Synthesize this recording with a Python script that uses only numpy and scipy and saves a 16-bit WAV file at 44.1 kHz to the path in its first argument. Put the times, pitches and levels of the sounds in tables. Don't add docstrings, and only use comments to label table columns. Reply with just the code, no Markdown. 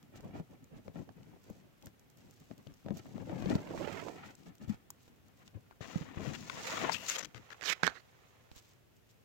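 import sys
import numpy as np
from scipy import signal
from scipy.fft import rfft, irfft
from scipy.io import wavfile

SR = 44100
rng = np.random.default_rng(int(sys.argv[2]) if len(sys.argv) > 2 else 0)


def wav_record(signal):
    frames = np.transpose(np.atleast_2d(signal))
    bounded = np.clip(frames, -1, 1)
    quanta = np.round(bounded * 32767).astype(np.int16)
    wavfile.write(sys.argv[1], SR, quanta)


N = 407836
TIME = np.arange(N) / SR

# (frequency [Hz], gain [dB])
ROOM_SPECTRUM = [(15, -37), (30, -16), (50, -12), (85, -10.5), (116, -8.5), (165, -13), (310, -17.5),
                 (380, -16), (1030, -27), (2750, -29), (4540, -35.5), (6540, -36.5), (9400, -41.5),
                 (14700, -36), (16000, -38.5)]
FLAKE_SPECTRUM = [(1650, -14.5), (2800, -6.5), (3460, -6.5), (4270, -7), (4980, -7), (6570, -6.5),
                  (7720, -9.5), (9530, -23.5), (13800, -17), (15200, -26), (16000, -14.5)]
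# (frequency [Hz], gain [dB])
RUMBLE_SPECTRUM = [(20, -50.5), (40, -4.5), (62, -12), (95, -1), (170, -1), (250, -1), (310, -6.5),
                   (420, -19), (700, -69.5)]
RUB_SPECTRUM = [(120, -23), (230, -9), (320, 1), (420, -5), (560, -2), (720, -10), (900, -12),
                (1300, -28.5), (2200, -64)]
SCUFF_SPECTRUM = [(350, -14), (600, -13), (644, -2.5), (1420, -5), (2290, -7), (3240, -14.5), (3570, -19),
                  (5000, -27.5), (6500, -59), (11000, -120)]
# (frequency [Hz], gain [dB])
CRINKLE_SPECTRUM = [(290, -18.5), (500, 4.5), (560, -4), (800, -2.5), (1050, -3), (1370, -3.5),
                    (1580, -7.5), (1840, -3.5), (4000, -15), (5200, -47.5), (8800, -120)]
HISS_SPECTRUM = [(1470, -34), (2500, -7.5), (3180, -8), (3920, -10), (4340, -7.5), (4730, -8.5),
                 (6010, -7.5), (6760, -5.5), (9290, -25.5), (15000, -25), (16000, -17)]
FILM_SPECTRUM = [(120,-23.5), (350,-8.5), (550,-6.5), (900,-10), (1250,-3), (1770,-1), (3100,-4.5),
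                 (4300,-7.5), (6900,-7.5), (8200,-18), (9630,-27), (12900,-20), (16000,-28)]

# (start [s], duration [s], level [dB])
HEN_STEPS = [(0.025,0.036,-86), (0.153,0.024,-63), (0.206,0.088,-76), (0.343,0.057,-68), (0.5,.04,-77),
             (.76,.02,-69.5), (0.847,.025,-73), (0.937,0.099,-71.5), (1.174,0.26,-81), (1.437,0.17,-73),
             (1.843,0.035,-68), (2.175,0.36,-73), (2.567,0.34,-77.5), (2.943,0.051,-61), (3.006,0.22,-70),
             (3.495,0.025,-52), (3.544,.015,-56), (4.248,0.028,-59.5), (4.3,0.013,-64.5),
             (4.368,0.074,-72.5), (4.453,.035,-67), (4.613,0.029,-64), (4.685,0.017,-57), (4.72,.025,-66),
             (4.99,0.098,-73.5), (5.254,0.022,-78), (5.366,.06,-75.5), (5.456,0.016,-65.5), (8.28,.04,-87),
             (8.509,0.026,-69), (8.554,0.037,-59.5), (8.615,.11,-71), (9.089,.02,-69.5)]
# (time [s], level [dB])
HEN_SCRATCHING = [(3.24,-68), (3.46,-62.5), (3.68,-66), (3.8,-56.5), (4.06,-58.5), (4.15,-65.5), (4.35,-75)]
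# (time [s], level [dB], resonance [Hz], tilt [dB/octave], pan [dB])
FLAKE_SNAPS = [(0.0282,-59.5,3100,5,6), (0.158,-51,6810,-6,-6), (0.2073,-56,2850,4,2),
               (0.642,-54.5,7240,7.5,0), (0.9564,-63,2940,-3,1), (1.5,-47,6500,15.5,-4),
               (2.172,-52,5500,11.5,1), (1.2315,-60.5,2500,0,3), (1.8246,-52.5,2830,4.5,0),
               (1.8584,-39,6400,14,-8), (1.869,-48,2890,6,2), (1.995,-58,6000,7,-5), (2.184,-60,6000,11,-2),
               (2.579,-55,2780,5.5,-1), (2.671,-49,3200,-5,11), (2.7396,-58.5,5500,4,-1),
               (2.972,-43,6500,13,-6), (2.981,-46,6500,13,-4), (3.386,-54.5,3600,-5,10),
               (3.4016,-44,3590,-7,7), (3.424,-44.5,3600,-5.5,8), (3.4605,-43,3600,-5,7),
               (3.498,-40.5,3690,-4,21), (3.5527,-40,3660,-3,9), (4.352,-49,7400,6,3), (4.433,-58,2930,1,8),
               (4.5527,-51,2870,7.5,3), (4.582,-58,2730,2,6), (4.695,-47.5,2300,-6,-1),
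               (4.9038,-32,6400,11.5,2.5), (5.0788,-53,3600,-17,1), (5.2824,-58,6600,5,8),
               (5.4779,-50,3520,-3.5,1), (8.5151,-50,3700,-6,-2), (8.5609,-50,6590,9,-6)]

# (rumble [dB], rub [dB], scuff [dB])
RESTING_HAND = [-70, -85.5, -79]
# (start [s], duration [s], rumble [dB], rub [dB], scuff [dB], pan [dB])
FINGER_CREEPS = [(0.015,0.1,-65.5,-72,-86,-5), (0.134,.06,-56.5,-60.5,-62,-2), (0.23,0.088,-50,-56,-64.5,1),
                 (0.34,0.058,-46,-48,-58.5,-1.5), (0.502,0.041,-55,-58,-71,-3),
                 (0.612,0.025,-57,-72,-88,-6), (0.712,0.083,-52.5,-61,-70.5,-5),
                 (0.861,.03,-52.5,-56.5,-76,2), (0.949,0.066,-45.5,-52,-64,7),
                 (1.073,0.031,-57.5,-64.5,-76,-5), (1.161,0.062,-56,-63.5,-71.5,4),
                 (1.25,0.09,-60,-68,-72.5,1), (1.333,0.03,-64,-64,-81,-2), (1.446,.05,-67,-66,-73,-4),
                 (1.488,0.016,-51.5,-56.5,-71,7), (1.549,0.11,-63,-69,-79,0),
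                 (1.83,0.048,-57.5,-62.5,-68.5,3), (2.165,0.062,-64,-69,-76,1), (2.247,.05,-60,-68,-73,-1),
                 (2.401,0.018,-55.5,-70,-73,-1), (2.504,0.012,-48.5,-59,-80,22),
                 (2.578,0.019,-56.5,-62,-71,-4), (2.668,.05,-56.5,-72,-72,2), (2.853,0.041,-46.5,-52,-69,6),
                 (2.904,0.02,-43.5,-49,-73,21), (2.952,0.048,-49,-58,-59.5,-3),
                 (3.045,0.076,-52.5,-61,-71,-1), (3.144,0.083,-44,-54,-64,9), (3.489,0.027,-49,-47,-46,16),
                 (3.978,0.02,-61,-45.5,-44.5,-19), (4.065,0.015,-57,-39,-54.5,-16),
                 (4.261,.015,-51,-59,-53,10), (4.382,0.062,-60,-73,-72,9), (4.458,0.047,-54,-65,-64,0.5),
                 (4.605,0.047,-51.5,-62.5,-62,3), (4.681,0.02,-45,-59,-61,13), (4.718,0.02,-59,-67,-58,-2),
                 (5.075,0.024,-67,-80,-81,6), (5.264,0.072,-66,-85,-77.5,9), (5.375,0.12,-68,-75,-72,5),
                 (5.544,0.021,-49.5,-61,-72,6), (6.169,0.16,-45,-49,-58,13), (6.834,0.0094,-48,-36,-41,25),
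                 (7.225,0.04,-53,-63,-74,24), (7.349,0.048,-59,-66,-70,22)]
# (time [s], rumble [dB], rub [dB], scuff [dB], pan [dB])
FINGER_DRAG = [(3.24,-50,-73,-67,3), (3.3,-49,-46,-57,6.5), (3.45,-38.5,-47.5,-57.5,11.5),
               (3.56,-42.5,-40.5,-52.5,-1), (3.63,-54,-49.5,-60,-4.5), (3.79,-46.5,-46.5,-52.5,-10),
               (3.9,-48.5,-44,-50,-23), (4.0,-55,-48.5,-48.5,-13), (4.08,-61,-55,-66,-11),
               (4.15,-59,-54.5,-60.5,-3.5), (4.28,-61,-73,-56,0), (4.35,-64,-71,-76,0)]
# (time [s], level [dB], frequency [Hz], rise [s], t60 [s], pan [dB])
CASE_BUMPS = [(0.252,-42.5,185,0.0011,.055,0), (0.399,-35.5,172,.001,0.059,10),
              (.88,-46,159,0.0011,0.077,4), (.981,-45,177,.002,.046,6), (1.506,-39.5,198,.002,0.034,20),
              (1.87,-44,109,0.00087,0.039,2), (2.512,-38.5,211,0.0014,0.029,23),
              (2.667,-43,126,.001,0.068,12), (2.861,-39,226,0.0011,0.032,9),
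              (2.907,-27.5,202,0.0014,0.042,15), (2.935,-38,172,.002,0.063,15),
              (3.155,-35,185,0.0023,0.035,10), (3.328,-35.5,182.5,0.0017,0.18,17),
              (3.461,-26,182,0.0014,0.098,17), (3.502,-30,265,0.0017,0.047,14),
              (3.527,-26,242,0.0032,0.043,8), (3.554,-19.5,180,0.0015,0.021,3),
              (4.47,-49,171,0.0044,0.058,12), (4.611,-46.5,221,0.0036,0.12,4.5),
              (4.637,-46,117,.003,.055,5), (4.677,-36.5,95.5,.005,0.097,19), (4.695,-29,209,0.021,0.055,11),
              (5.55,-44,102,0.002,0.1,7), (5.808,-37.5,124,0.00091,0.046,17),
              (5.957,-25,172,0.0033,0.039,-13), (6.01,-34,156,0.001,0.044,-17),
              (6.172,-30.5,130,0.0007,0.022,7), (6.274,-33,137,0.0039,0.095,23),
              (7.347,-46.5,117.7,0.0012,0.21,19), (7.697,-51.5,168,0.0031,0.078,-20),
              (7.832,-35,172,0.00074,0.12,2)]
# (time [s], level [dB], frequency [Hz], pan [dB])
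SURFACE_CATCHES = [(0.252, -52, 616, -1.0), (0.398, -45, 690, -7), (0.88, -39.5, 493, 13),
                   (0.957, -43, 533, 6), (1.091, -45, 720, -14), (1.869, -49, 1390, 3),
                   (2.512, -44, 623, 1), (2.668, -51.5, 544, 16), (2.862, -41, 567, 0),
                   (2.885, -35, 607, 3.5), (2.906, -40, 470, 9), (3.057, -45.5, 660, 11),
                   (3.18, -39.5, 547, 9), (3.295, -39.5, 666, 11), (3.423, -39, 600, 2),
                   (3.458, -33, 494, 5), (3.503, -33, 534, -2), (3.552, -52, 570, -6),
                   (3.776, -34.5, 855, -21), (3.875, -31, 420, -29), (4.084, -31.5, 700, -18),
                   (4.903, -46.5, 980, -5), (5.71, -50, 960, 0), (5.807, -44, 580, 11),
                   (5.958, -39.5, 780, -8), (6.498, -28.5, 1080, 17), (6.89, -29.5, 626, 27),
                   (6.895, -19.5, 856, 16), (6.946, -24.5, 2570, 18)]

# (time [s], rumble [dB], crinkle [dB], hiss [dB], pan [dB])
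BAG_SLIDE = [(5.81,-61,-51.5,-61.5,13), (5.98,-51,-55.5,-61,9), (6.12,-55.5,-57,-73,7),
             (6.26,-51,-46.5,-56,13), (6.345,-55,-51.5,-62,4), (6.385,-54,-62.5,-59,5.5),
             (6.55,-56.5,-51,-55.5,6), (6.67,-57.5,-44,-49,-3), (6.78,-48.5,-41,-46.5,6.5),
             (6.9,-49.5,-39.5,-56.5,5.5), (6.935,-51.5,-53,-39,20), (6.99,-57.5,-57,-69,4),
             (7.06,-67,-50.5,-50,7), (7.095,-71,-61,-41,1), (7.21,-66,-45.5,-57.5,33)]
# (time [s], level [dB])
BAG_SETTLE = [(7.33,-69.5), (7.39,-63.5), (7.56,-61.5), (7.78,-61.5), (7.89,-55), (8.02,-68.5), (8.3,-67.5),
              (8.8,-75.5)]
# (start [s], end [s], level [dB], tilt [dB/octave], resonance [Hz], resonance gain [ratio], pan [dB])
FILM_SCRAPES = [(5.708,5.729,-59.5,-7,1300,2.1,9), (5.809,5.837,-52.5,-5,3790,1.2,10),
                (6.333,6.361,-49,-2.5,2840,0.85,18), (6.667,6.683,-40.5,1.5,2140,2.1,-25),
                (6.937,6.968,-41,2.5,2700,13,29), (6.919,6.933,-41,-2,4800,9.8,23),
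                (6.967,7.07,-56.5,5.5,2770,5.8,16), (7.083,7.1,-36,1,6630,4.3,16),
                (7.104,7.159,-45,-0.5,2340,0.45,4), (7.15,7.167,-40,0,3200,1.1,1),
                (7.182,7.196,-42,0,7140,3.2,11), (7.197,7.217,-50,-3,6600,1.2,12),
                (7.226,7.238,-46,-2.5,5850,3,15), (7.245,7.257,-51,-1,6540,1.3,14),
                (7.348,7.382,-59,-3,1830,0.58,16), (7.504,7.533,-52,-3.5,1400,1.9,10),
                (7.83,7.841,-38.5,-4,1550,1.08,-20), (7.842,7.878,-41,-4,1660,1,-14),
                (7.881,7.903,-44.5,-5.5,1650,0.91,-18), (7.951,7.983,-56.5,-5,1640,4.7,-23),
                (7.945,8.006,-65,-3.5,4200,4,-16)]
# (time [s], peak level [dB], resonance [Hz], pan [dB])
FILM_SLIPS = [(7.346,-40.5,3000,18), (7.373,-53,3000,9), (7.504,-43,1620,9), (7.611,-37,1900,-25),
              (7.62,-36.5,1690,-27.5), (7.623,-35,1800,-18.5), (7.629,-33,1800,-23.5), (7.637,-32,2400,-25),
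              (7.842,-24,2280,-31), (7.857,-37.5,1700,-30), (7.867,-22,1600,-24)]
# (time [s], level [dB], resonance [Hz])
FOLD_SWEEP = [(7.641,-45,5400), (7.647,-39.5,5200), (7.665,-35.5,4600), (7.685,-35.5,3300),
              (7.701,-28,2600), (7.708,-38.5,2100), (7.73,-36.5,2250), (7.736,-44,2300), (7.739,-51,2300)]
# (time [s], level [dB], pan [dB])
EDGE_TAPS = [(7.8337, -12.5, -27), (7.8772, -13.5, -28)]
# (frequency [Hz], level [dB], t60 [s])
TAUT_EDGE_MODES = [(900, -19, 0.0026), (1410, -7, 0.0059), (1574, -7.5, 0.02), (2160, -17, 0.018),
                   (3750, -6.5, 0.0026), (4270, -28, 0.039), (5900, -18, 0.0037)]


def from_db(db):
    return 10 ** (np.asarray(db) / 20)


def rms_one(x):
    return x / np.sqrt(np.mean(x ** 2) + 1e-20)


def in_time(rows):
    times, *columns = np.transpose(rows)
    return [np.interp(TIME, times, column) for column in columns]


def during(start, end, fade, t=TIME):
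    return np.clip(np.minimum(t - start, end - t) / fade + .5, 0, 1)


def stroke(start, length, attack_s, t60):
    gain = np.zeros(N)
    at = int(max(start - attack_s, 0) * SR)
    t = TIME[at:at + SR] - start
    gain[at:at + SR] = np.clip(t / attack_s + .5, 0, 1) * from_db(-60 * np.maximum(t - length, 0) / t60)
    return gain


def ports(pan_db):
    gains = from_db(np.array([[.5], [-.5]]) * pan_db)
    return 2 * gains / np.sqrt(np.sum(gains ** 2, axis=0))


def at_peak(sound, peak_db, pan_db):
    sound = sound * ports(pan_db)
    return from_db(peak_db) * sound / np.abs(sound.mean(axis=0)).max()


def add(out, start, sound):
    at = int(start * SR)
    out[:, at:at + sound.shape[1]] += sound[:, :N - at]


def colour(x, spectrum, tilt_db=0, size=4096):
    hz, db = np.transpose(spectrum)
    octave = np.log2(np.maximum(np.fft.rfftfreq(size, 1 / SR), 1))
    magnitude = from_db(np.interp(octave, np.log2(hz), db) + tilt_db * (octave - 10))
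    cepstrum = irfft(np.log(magnitude))
    cepstrum[1:size // 2] *= 2
    cepstrum[size // 2 + 1:] = 0
    impulse = irfft(np.exp(rfft(cepstrum)))
    return signal.fftconvolve(x, impulse[None], axes=1)[:, :x.shape[1]]


def resonate(x, hz, width_hz):
    r = np.exp(-np.pi * width_hz / SR)
    poles = [1, -2 * r * np.cos(2 * np.pi * hz / SR), r * r]
    return signal.lfilter(np.array([1, 0, -1]) * (1 - r * r) / 2, poles, x)


def drift(rate, size):
    place = np.arange(size) * rate / SR
    return np.interp(place, np.arange(4096), rng.standard_normal(4096))


def friction(per_s, spread_db, clump_db, shared, size=N):
    occurs = rng.random((3, size)) < per_s / SR
    slips = occurs * rng.standard_normal((3, size))
    slips *= from_db(spread_db * np.minimum(rng.exponential(1, (3, size)), 4))
    at_ports = np.sqrt(1 - shared) * slips[:2] + np.sqrt(shared) * slips[2]
    return at_ports * from_db(clump_db * drift(110, size))


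def hollow(x, delay_ms, wander, depth, rate=9):
    now = np.arange(x.shape[1])
    out = x.copy()
    for side in range(2):
        lag = delay_ms * SR / 1000 * np.exp(wander * drift(rate, len(now)))
        for bounce in (1, 2):
            out[side] += (-depth) ** bounce * np.interp(now - bounce * lag, now, x[side], left=0)
    return rms_one(out)


def room_noise(hiss_db=-66.5, drone_db=-74.5):
    hiss = rms_one(colour(rng.standard_normal((2, N)), ROOM_SPECTRUM))
    drone = rms_one(resonate(resonate(rng.standard_normal(N), 104, 50), 104, 50))
    return from_db(hiss_db) * hiss + from_db(drone_db) * drone


def reverberation(x, t60=0.2, wet_db=-24):
    t = TIME[:SR // 2]
    tail = rng.standard_normal((2, len(t))) * from_db(-60 * t / t60) * (t > .006)
    tail = signal.lfilter([.4], [1, -.6], tail)
    tail /= np.sqrt(np.sum(tail ** 2, axis=1, keepdims=True))
    return from_db(wet_db) * signal.fftconvolve(x, tail, axes=1)[:, :N]


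def shavings():
    scratch_db, = in_time(HEN_SCRATCHING)
    scratching = from_db(scratch_db) * during(HEN_SCRATCHING[0][0], HEN_SCRATCHING[-1][0], 0.018)
    power = sum((from_db(db) * stroke(start, length, attack_s=0.02, t60=0.067)) ** 2
                for start, length, db in HEN_STEPS)
    power += scratching ** 2 + from_db(-91.5) ** 2
    crackle_db = 10 * np.log10(power)
    dense = friction(per_s=2000, spread_db=2, clump_db=1.5, shared=0.15)
    sparse = friction(per_s=540, spread_db=4, clump_db=6.5, shared=0.24)
    rustle = rms_one(colour(dense, FLAKE_SPECTRUM, tilt_db=-0.7))
    ticks = rms_one(colour(sparse, FLAKE_SPECTRUM, tilt_db=7))
    out = rustle * from_db(crackle_db) + ticks * from_db(0.4 * crackle_db - 44.5)
    t = TIME[:SR // 20]
    decay = from_db(-60 * t / 0.015) + from_db(-25 - 60 * t / 0.017)
    for start, db, hz, tilt_db, pan_db in FLAKE_SNAPS:
        crack = colour(rng.standard_normal((2, len(t))) * decay, FLAKE_SPECTRUM, tilt_db)
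        add(out, start, at_peak(crack + 1.2 * resonate(crack, hz, 1100), db + 4, pan_db))
    return out


def fingers(let_go_s=7.45):
    slow = friction(per_s=2500, spread_db=-1, clump_db=1, shared=0.095)
    rumble = rms_one(colour(slow, RUMBLE_SPECTRUM))
    faster = friction(per_s=3000, spread_db=-0.4, clump_db=4.5, shared=0.23)
    rub = hollow(colour(faster, RUB_SPECTRUM), delay_ms=3.685, wander=0.14, depth=0.38)
    fastest = friction(per_s=6000, spread_db=2.5, clump_db=4, shared=0.07)
    scuff = hollow(colour(fastest, SCUFF_SPECTRUM), delay_ms=1.967, wander=0.15, depth=0.66)
    strokes = np.array([stroke(start, length, attack_s=0.027, t60=0.12)
                        for start, length, *_ in FINGER_CREEPS])
    *creep_db, creep_pan_db = np.transpose(FINGER_CREEPS)[2:]
    *drag_db, drag_pan_db = in_time(FINGER_DRAG)
    dragging = during(FINGER_DRAG[0][0], FINGER_DRAG[-1][0], 0.025)
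    holding = during(-1, let_go_s, 0.05)
    out = 0
    # (sound, share of the finger's pan [ratio], lean to the left [dB])
    layers = [(rumble, 0.75, 3.5), (rub, 0.95, -1.5), (scuff, 0.7, 0.5)]
    for k, (sound, follow, lean_db) in enumerate(layers):
        creeps = (from_db(creep_db[k] - 2.5) * ports(follow * creep_pan_db + lean_db)) @ strokes
        drag = dragging * from_db(drag_db[k] - 1) * ports(follow * drag_pan_db + lean_db)
        rest = holding * from_db(RESTING_HAND[k])
        out = out + sound * np.sqrt(creeps ** 2 + drag ** 2 + rest ** 2)
    return out


def bumps(grit=0.096):
    out, t = np.zeros((2, N)), TIME[:SR // 5]
    for start, db, hz, rise, t60, pan_db in CASE_BUMPS:
        swing = np.sin(2 * np.pi * hz * t + np.array([[0], [1.6]]))
        rough = rms_one(colour(rng.standard_normal((2, len(t))), RUMBLE_SPECTRUM, tilt_db=-0.5))
        envelope = (1 - np.exp(-t / rise)) * from_db(-60 * t / t60)
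        add(out, start, at_peak((swing + grit * rough) * envelope, db - 0.5, pan_db))
    return out


def catches():
    out, t = np.zeros((2, N)), TIME[:SR // 15]
    decay = from_db(-60 * t / 0.013) + from_db(-18 - 60 * t / 0.047)
    lowpass = signal.butter(2, 5500, fs=SR, output="sos")
    for start, db, hz, pan_db in SURFACE_CATCHES:
        jolt = rng.standard_normal((2, len(t))) * decay
        knock = np.sin(2 * np.pi * hz * t + np.array([[0], [1.5]])) * from_db(-60 * t * hz / 8)
        tick = resonate(1.48 * jolt + knock, hz, 0.76 * hz)
        add(out, start, at_peak(signal.sosfilt(lowpass, tick), db, pan_db))
    return out


def bag_slide():
    rumble_db, crinkle_db, hiss_db, pan_db = in_time(BAG_SLIDE)
    settle_db, = in_time(BAG_SETTLE)
    rumble = friction(per_s=5300, spread_db=2.3, clump_db=3, shared=0.04)
    rumble = rms_one(colour(rumble, RUMBLE_SPECTRUM, tilt_db=3))
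    crinkle = friction(per_s=4500, spread_db=3, clump_db=2.6, shared=0.029)
    crinkle = hollow(colour(crinkle, CRINKLE_SPECTRUM), delay_ms=2.2, wander=0.192, depth=0.37, rate=18)
    hiss = friction(per_s=16000, spread_db=4, clump_db=1.5, shared=0.029)
    hiss = hollow(colour(hiss, HISS_SPECTRUM), delay_ms=0.73, wander=0.24, depth=0.2, rate=25)
    sheet = rumble * from_db(rumble_db) + crinkle * from_db(crinkle_db - 2) + hiss * from_db(hiss_db - 1)
    settle = (crinkle + 0.37 * hiss) * from_db(settle_db - 3) * during(7.26, 8.8, 0.04)
    return sheet * during(5.81, 7.21, 0.008) * ports(pan_db) + settle * ports(-4.5)


def film_scrapes():
    out, t = np.zeros((2, N)), TIME[:SR // 8]
    for start, end, db, tilt_db, hz, strength, pan_db in FILM_SCRAPES:
        slips = friction(per_s=12000, spread_db=3, clump_db=2.5, shared=0.03, size=len(t))
        chatter = colour(slips, FILM_SPECTRUM, tilt_db + 1)
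        ring = strength * resonate(chatter, hz, 390)
        scrape = hollow(chatter + ring, delay_ms=1.277, wander=0.19, depth=0.26)
        window = during(0.0015, end - start + 0.002, 0.0045, t)
        add(out, start - 0.001, scrape * window * from_db(db + 1.5) * ports(pan_db))
    return out


def film_slips():
    out, t = np.zeros((2, N)), TIME[:SR // 30]
    for start, db, hz, pan_db in FILM_SLIPS:
        burst = rng.standard_normal((2, len(t))) * from_db(-60 * t / 0.014)
        tick = colour(burst, FILM_SPECTRUM, tilt_db=-2.5)
        add(out, start, at_peak(tick + 1.5 * resonate(tick, hz, 500), db, pan_db))
    return out


def fold_sweep(width_hz=1000, block=32):
    times, db, hz = np.transpose(FOLD_SWEEP)
    t = times[0] + TIME[:SR // 8]
    slips = friction(per_s=12000, spread_db=1.5, clump_db=-2.5, shared=0.025, size=len(t))
    chatter = colour(slips, FILM_SPECTRUM)
    ring, state = np.zeros_like(chatter), np.zeros((2, 2))
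    r = np.exp(-np.pi * width_hz / SR)
    for i in range(0, len(t), block):
        poles = [1, -2 * r * np.cos(2 * np.pi * np.interp(t[i], times, hz) / SR), r * r]
        ring[:, i:i + block], state = signal.lfilter([1, 0, -1], poles, chatter[:, i:i + block], zi=state)
    scrape = 1.05 * rms_one(chatter) + 0.92 * rms_one(ring)
    scrape = hollow(scrape, delay_ms=1.47, wander=0.082, depth=0.13)
    envelope = from_db(np.interp(t, times, db)) * (t < times[-1])
    out = np.zeros((2, N))
    add(out, times[0], scrape * envelope * ports(-40))
    return out


def edge_taps():
    out, t = np.zeros((2, N)), TIME[:SR // 10]
    bandpass = signal.butter(2, [200, 7000], "band", fs=SR, output="sos")
    for start, db, pan_db in EDGE_TAPS:
        ring = sum(from_db(mode_db + rng.normal(0, 1) - 60 * t / t60) * np.sin(2 * np.pi * hz * t)
                   for hz, mode_db, t60 in TAUT_EDGE_MODES)
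        add(out, start, signal.sosfilt(bandpass, ring) * from_db(db) * ports(pan_db))
    return out


def scene():
    handling = fingers() + bumps() + catches()
    bag = bag_slide() + film_scrapes() + film_slips() + fold_sweep() + edge_taps()
    direct = handling + bag + shavings()
    return direct + reverberation(direct) + room_noise()


def record(dry):
    highpass = signal.butter(2, 44, "high", fs=SR, output="sos")
    lowpass = signal.ellip(10, 0.2, 70, 15900, fs=SR, output="sos")
    return signal.sosfilt(lowpass, signal.sosfilt(highpass, dry))


dry = scene()
out = record(dry)
wav_record(out)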